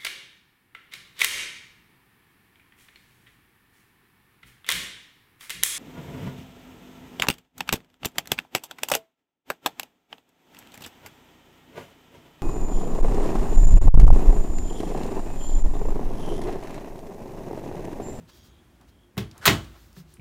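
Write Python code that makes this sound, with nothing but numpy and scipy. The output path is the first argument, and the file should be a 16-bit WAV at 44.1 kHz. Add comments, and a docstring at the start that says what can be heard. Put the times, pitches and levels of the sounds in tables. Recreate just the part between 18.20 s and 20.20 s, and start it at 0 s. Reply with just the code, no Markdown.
"""A sticking glass cabinet door is pushed shut in a small room, close to the microphone.
It meets the frame with a light knock, sticks, scrapes free in many tiny slips and slams home.
Each blow makes the frame clack and sets the glass and the cabinet ringing briefly.
Hinge and catch tick, the dry hinge hisses faintly as the door swings, and fingers rub the frame
and let go with a soft bump. A low room rumble lies under it all."""
import sys
import numpy as np
from scipy import signal
from scipy.fft import rfft, irfft
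from scipy.io import wavfile
from scipy.ndimage import uniform_filter1d

SR = 44100
rng = np.random.default_rng(int(sys.argv[2]) if len(sys.argv) > 2 else 0)


def dump(signal):
    """Clip the signal to [-1, 1] and save it as 16-bit WAV at the path in sys.argv[1]."""
    limited = np.clip(np.atleast_2d(signal).T, -1, 1)
    pcm = np.round(limited * 32767).astype(np.int16)
    wavfile.write(sys.argv[1], SR, pcm)


N = 88332

# Blows of the door: t/s, clack level/dB, clack cut-off/Hz, glass level/dB, glass tilt/dB per octave,
# cabinet level/dB, cabinet ring time multiplier, cabinet tilt/dB per octave
DOOR_BLOWS = [(0.9695, -28.5, 600, -56, 0, -23, 0.8, -5), (0.978, -25, 10500, -47, 3, -44, 0.85, 4.5),
              (1.2771, -7.3, 5800, -25.5, 0, -15.6, 0.88, -6)]
def knocks():
    """Each blow of the door clacks the frame, rings the glass and thumps the cabinet."""
    out = 0
    for start, clack_db, cut_hz, glass_db, glass_tilt, thump_db, sustain, thump_tilt in DOOR_BLOWS:
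        out += frame_clack(start, clack_db, cut_hz)
        out += undb(glass_db) * glass_ring(start, glass_tilt)
        out += undb(thump_db) * cabinet_thump(start, thump_tilt, sustain)
    return out

# Tone of the frame's clack: f/Hz, level/dB
CLACK_TONE = [(100, -10.5), (300, 0), (550, -5), (1000, -5), (2000, -4), (3200, -5.5), (5000, -9.5),
              (8000, -18.5), (11000, -15.5), (16000, -9.5)]
def frame_clack(start, db, cut_hz):
    """The door hits and bounces once. A softer hit has a lower cut-off and sounds duller."""
    gain = tone(CLACK_TONE) / np.hypot(1, (freqs() / cut_hz) ** 2)
    bounce_s, bounce_db = 0.004, -8
    return clatter(gain, [start, start + bounce_s], undb([db, db + bounce_db]))

# Notes the glass rings at: f/Hz, level/dB, ring time/s (the time to fade by 60 dB)
GLASS_NOTES = [(674, -1, 0.28), (808, -7, .26), (1081, 0.5, .23), (1441, -2, 0.16), (1884, -1, 0.16),
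               (1939, 0, 0.22), (2049, 4.5, 0.14), (2118, 3, 0.11), (2569, 3, 0.15), (2976, -5.5, 0.29),
               (3023, -4.5, .29), (3235, -2.5, 0.24), (3305, -6.5, 0.3), (3386, -4, .19), (3683, -7, .24),
               (4334, -9, .23)]
def glass_ring(start, tilt):
    """The shaken pane rings almost at once with high notes."""
    return ring(tilted(GLASS_NOTES, tilt, pivot_hz=2000), start, build_s=0.0021)

# Notes the cabinet rings at: f/Hz, level/dB, ring time/s
CABINET_NOTES = [(56.5, -29.5, 1.6), (77.7, -15, 0.46), (99, -8.5, .44), (117.5, 1, 0.3), (147.5, -8, .43),
                 (159.3, -4.7, 0.28), (194.7, 9.3, 0.19), (224.5, -9.6, .42), (297, -2.5, 0.26),
                 (326.5, -12, .52), (378, 2.5, .2), (427, 3, .27)]
def cabinet_thump(start, tilt=0, sustain=1):
    """The cabinet's low notes build more slowly. A sustain below 1 is the hand damping them."""
    return ring(tilted(CABINET_NOTES, tilt, pivot_hz=150), start, build_s=0.019, sustain=sustain)

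# How long a clatter lasts in the room: f/Hz, ring time/s
RING_TIMES = [(100, .42), (400, 0.26), (1000, 0.25), (3000, 0.17), (7000, 0.24), (15000, 0.14)]
def clatter(gain, times, sizes):
    """Frame and room ring at countless notes: each hit adds a crack, a tail and a faint late echo."""
    t, hits = since(0), np.zeros(N)
    np.add.at(hits, (np.array(times) * SR).astype(int), np.square(sizes))
    spectrum, out = rfft(noise(gain)), 0
    lowest_hz, crack_gain, build_cycles = 62.5, undb(9.5), 0.77
    octave = np.log2(np.clip(freqs(), lowest_hz, 16000) / lowest_hz)
    crack = crack_gain * np.exp(-t / 0.0047)
    echo = undb(-30.5) * die_away(t, ring_s=0.9)
    for k in range(9):
        hz = lowest_hz * 2 ** k
        band = irfft(spectrum * np.maximum(1 - abs(octave - k), 0), N)
        tail = die_away(t, lookup(RING_TIMES, hz))
        build = 1 - np.exp(-t * hz / build_cycles)  # the lows come late
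        one_hit = np.hypot(crack, tail + echo) * build
        energy = signal.fftconvolve(hits, one_hit ** 2)[:N]
        out += band * np.sqrt(abs(energy))
    return out / np.hypot(1, crack_gain)

# Tone of the edge while it sticks: f/Hz, level/dB
CREAK_TONE = [(100, -5), (600, -2.5), (1100, -3.5), (1500, 7.5), (2500, -9), (5000, -13), (16000, -28)]
# Tone of the edge as it comes free: f/Hz, level/dB
SCRAPE_TONE = [(100, -18), (350, -3.5), (700, -5.5), (1150, 5.5), (2000, 0.5), (3800, 2), (5200, -8.5),
               (7000, -4), (10500, -13.5), (14500, -8), (16000, -5)]
def sticking_edge():
    """The edge creaks and the cabinet groans under the push, then it scrapes free with a tiny squeak."""
    creak = undb(-41) * slips(CREAK_TONE, start=1.212, length=0.05, force_db=[-8.5, -0.41, 0])
    groan = undb(-50) * band_noise(hz=55, width_hz=80) * swell(1.205, 0.045)
    scrape = undb(-14.5) * slips(SCRAPE_TONE, start=1.2545, length=0.026, force_db=[-4.5, 1, -11, -13])
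    squeak = undb(-5) * band_noise(hz=15400, width_hz=7800) * swell(1.2615, 0.00088)
    thump = undb(-23.5) * cabinet_thump(start=1.2645)
    return creak + groan + scrape + squeak + thump

def slips(points, start, length, force_db, slips_per_s=900, scatter_db=3):
    """The edge grips and slips unevenly. Each slip rattles the frame, louder with more force."""
    gap_luck, size_luck = rng.standard_normal((200, 2)).T
    gaps = np.exp(0.5 * gap_luck) / slips_per_s
    at = np.cumsum(gaps) - gaps[0]
    push_db = np.interp(at, np.linspace(0, length, len(force_db)), force_db)
    sizes = undb(push_db + scatter_db * size_luck)
    rattle = clatter(tone(points), start + at[at < length], sizes[at < length])
    return rattle / np.std(rattle[int(start * SR):int((start + length) * SR)])

# Ticks of hinge and catch, and the bright tick of the door's first touch on the frame: t/s, level/dB, f/Hz,
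# band width/Hz
SMALL_TICKS = [(0.612, -56.5, 4000, 12000), (0.9697, -48, 11000, 14000), (1.1125, -44, 4000, 3600),
               (1.179, -44.5, 6500, 11030), (1.444, -48, 3600, 5000), (1.7287, -53, 5830, 9000),
               (1.7658, -45, 850, 1500), (1.9391, -46, 9000, 3200), (1.970, -53.5, 2367, 495),
               (1.996, -50.5, 2340, 500)]
def ticks():
    """Hinge and catch give tiny dry clicks, as does the door's first touch on the frame, each with a little
    room echo."""
    out = 0
    for start, db, hz, width_hz in SMALL_TICKS:
        t = since(start)
        click = np.exp(-t / 0.0018)
        echo = undb(-17) * die_away(t, lookup(RING_TIMES, hz))
        out += undb(db) * band_noise(hz, width_hz) * (click + echo) * (t > 0)
    return out

# Finger strokes: middle t/s, length/s, level/dB, f/Hz
FINGER_STROKES = [(0.097, 0.02, -54.5, 3100), (0.162, 0.055, -59.5, 5860), (0.259, 0.045, -61, 5500),
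                  (0.621, 0.029, -60, 905), (0.691, 0.022, -64, 4300), (1.18, .06, -56, 1320),
                  (1.558, 0.031, -57.5, 1090), (1.616, 0.16, -62.5, 6110), (1.787, 0.045, -54, 5000),
                  (1.92, 0.07, -63.5, 4530)]
# Tone shared by all strokes: f/Hz, level/dB
RUB_TONE = [(200, 4.5), (1200, 3.5), (2400, -8), (3800, -4), (6000, -7.5), (10000, -13), (15000, -4.5)]
def finger_rubs():
    """Fingers slide on the frame, each stroke a soft swell of hiss."""
    return sum(undb(db) * swell(middle, length) * noise(tone(RUB_TONE) * resonance(hz, 2.65 * hz))
               for middle, length, db, hz in FINGER_STROKES)

# Bumps of the other hand: middle t/s, length/s, level/dB
BUMPS = [(0.01, 0.07, -50), (2.0, 0.019, -45)]
def hand_bumps():
    """The other hand bumps the microphone with dull thuds."""
    level = sum(undb(db) * swell(middle, length) for middle, length, db in BUMPS)
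    return level * band_noise(hz=90, width_hz=150)

# Notes of the door springing back: f/Hz, level/dB, ring time/s
SPRING_NOTES = [(153.7, -39.5, 0.42), (177.3, -32, 0.17), (384, -46, 0.13)]
def letting_go():
    """The fingers let go and the door springs back with a soft bump."""
    return ring(SPRING_NOTES, start=1.770, build_s=0.011)

# Thin notes of the hinge: f/Hz, level/dB, end t/s
HINGE_NOTES = [(3260, -1, .89), (3760, -7, .42), (4770, -4.5, 0.3), (5640, -6, .29), (6580, -6, 0.33)]
# Loudness of the hinge along the swing: t/s, level/dB
SWING_LEVEL = [(.12, -68.5), (.4, -69.5), (.56, -84), (.8, -72), (.9, -76)]
def hinge(start=0.09, catches_per_s=1200, scatter_db=3):
    """The dry hinge catches unevenly and rings thin notes; the high ones drop out first."""
    t, out = since(0), 0
    caught = rng.random(N) < catches_per_s / SR
    catches = rfft(caught * undb(scatter_db * rng.standard_normal(N)))
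    for hz, db, end in HINGE_NOTES:
        sounding = uniform_filter1d(1. * ((t > start) & (t < end)), size=2000)  # soft on and off
        out += undb(db) * sounding * unit(irfft(catches * resonance(hz, width_hz=350), N))
    return out * loudness(SWING_LEVEL)

# Tone of the room's rumble and hiss: f/Hz, level/dB
RUMBLE_TONE = [(20, -27), (55, 2.5), (157, -10), (256, -9), (400, -19), (1290, -24.5), (3160, -30.5),
               (4370, -35.5), (16000, -41)]
# Loudness of the rumble: t/s, level/dB
RUMBLE_LEVEL = [(0, -54.5), (0.652, -56), (0.92, -58.5), (1.2, -52.5), (2.0, -58)]
def room():
    """A low rumble that wavers, with a faint hiss and hum."""
    rumble = loudness(RUMBLE_LEVEL) * noise(tone(RUMBLE_TONE))
    hum = undb(-68) * band_noise(hz=355, width_hz=35)
    return rumble + hum

def ring(notes, start, build_s, sustain=1):
    """Notes that build up, then fade. Two by two, they swing in opposite directions."""
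    t, out = since(start), 0
    for k, (hz, db, ring_s) in enumerate(notes):
        direction = (-1) ** (k // 2)
        out += direction * undb(db) * die_away(t, ring_s * sustain) * np.sin(2 * np.pi * hz * t)
    return (1 - np.exp(-t / build_s)) * out

def tilted(notes, db_per_octave, pivot_hz):
    """The same notes, struck so that the high ones are louder or softer."""
    return [(hz, db + db_per_octave * np.log2(hz / pivot_hz), ring_s) for hz, db, ring_s in notes]

def noise(gain):
    """Noise of standard strength, shaped by a gain at each frequency."""
    return unit(irfft(rfft(rng.standard_normal(N)) * gain, N))

def band_noise(hz, width_hz):
    return noise(resonance(hz, width_hz))

def resonance(hz, width_hz):
    """Gains that let through the frequencies near hz."""
    f = freqs() + 1
    return 1 / (1 + ((f * f - hz * hz) / (f * width_hz)) ** 2)

def lookup(points, hz):
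    """Read between a table's rows, with octaves evenly spaced."""
    row_hz, values = np.array(points).T
    return np.interp(np.log(np.maximum(hz, 1)), np.log(row_hz), values)

def tone(points):
    """A gain for every frequency."""
    return undb(lookup(points, freqs()))

def loudness(points):
    """A gain for every moment."""
    return undb(np.interp(since(0), *np.array(points).T))

def swell(middle_s, length_s):
    """A bell-shaped rise and fall."""
    return np.exp(-2 * ((since(0) - middle_s) / length_s) ** 2)

def die_away(t, ring_s):
    """A fade that falls 60 dB in ring_s seconds."""
    return np.exp(-np.log(1000) * t / ring_s)

def since(start):
    """Seconds since a moment, zero before it."""
    return np.maximum(np.arange(N) / SR - start, 0)

def freqs():
    return np.arange(N // 2 + 1) * SR / N

def undb(db):
    return 10 ** (np.asarray(db) / 20)

def unit(x):
    return x / np.sqrt(np.mean(x ** 2))

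def scene():
    """Door, hands and room together in one channel."""
    door = knocks() + sticking_edge() + ticks()
    hands = finger_rubs() + hand_bumps() + letting_go()
    return (door + hands + hinge() + room())[None]

def record(dry, low_cut_hz=35, top_hz=15800):
    """Thin out the deepest bass and cut the highest treble."""
    thin = signal.sosfilt(signal.butter(2, low_cut_hz, "high", fs=SR, output="sos"), dry)
    return signal.sosfilt(signal.ellip(10, .2, 80, top_hz, fs=SR, output="sos"), thin)

dry = scene()
out = record(dry)
dump(out)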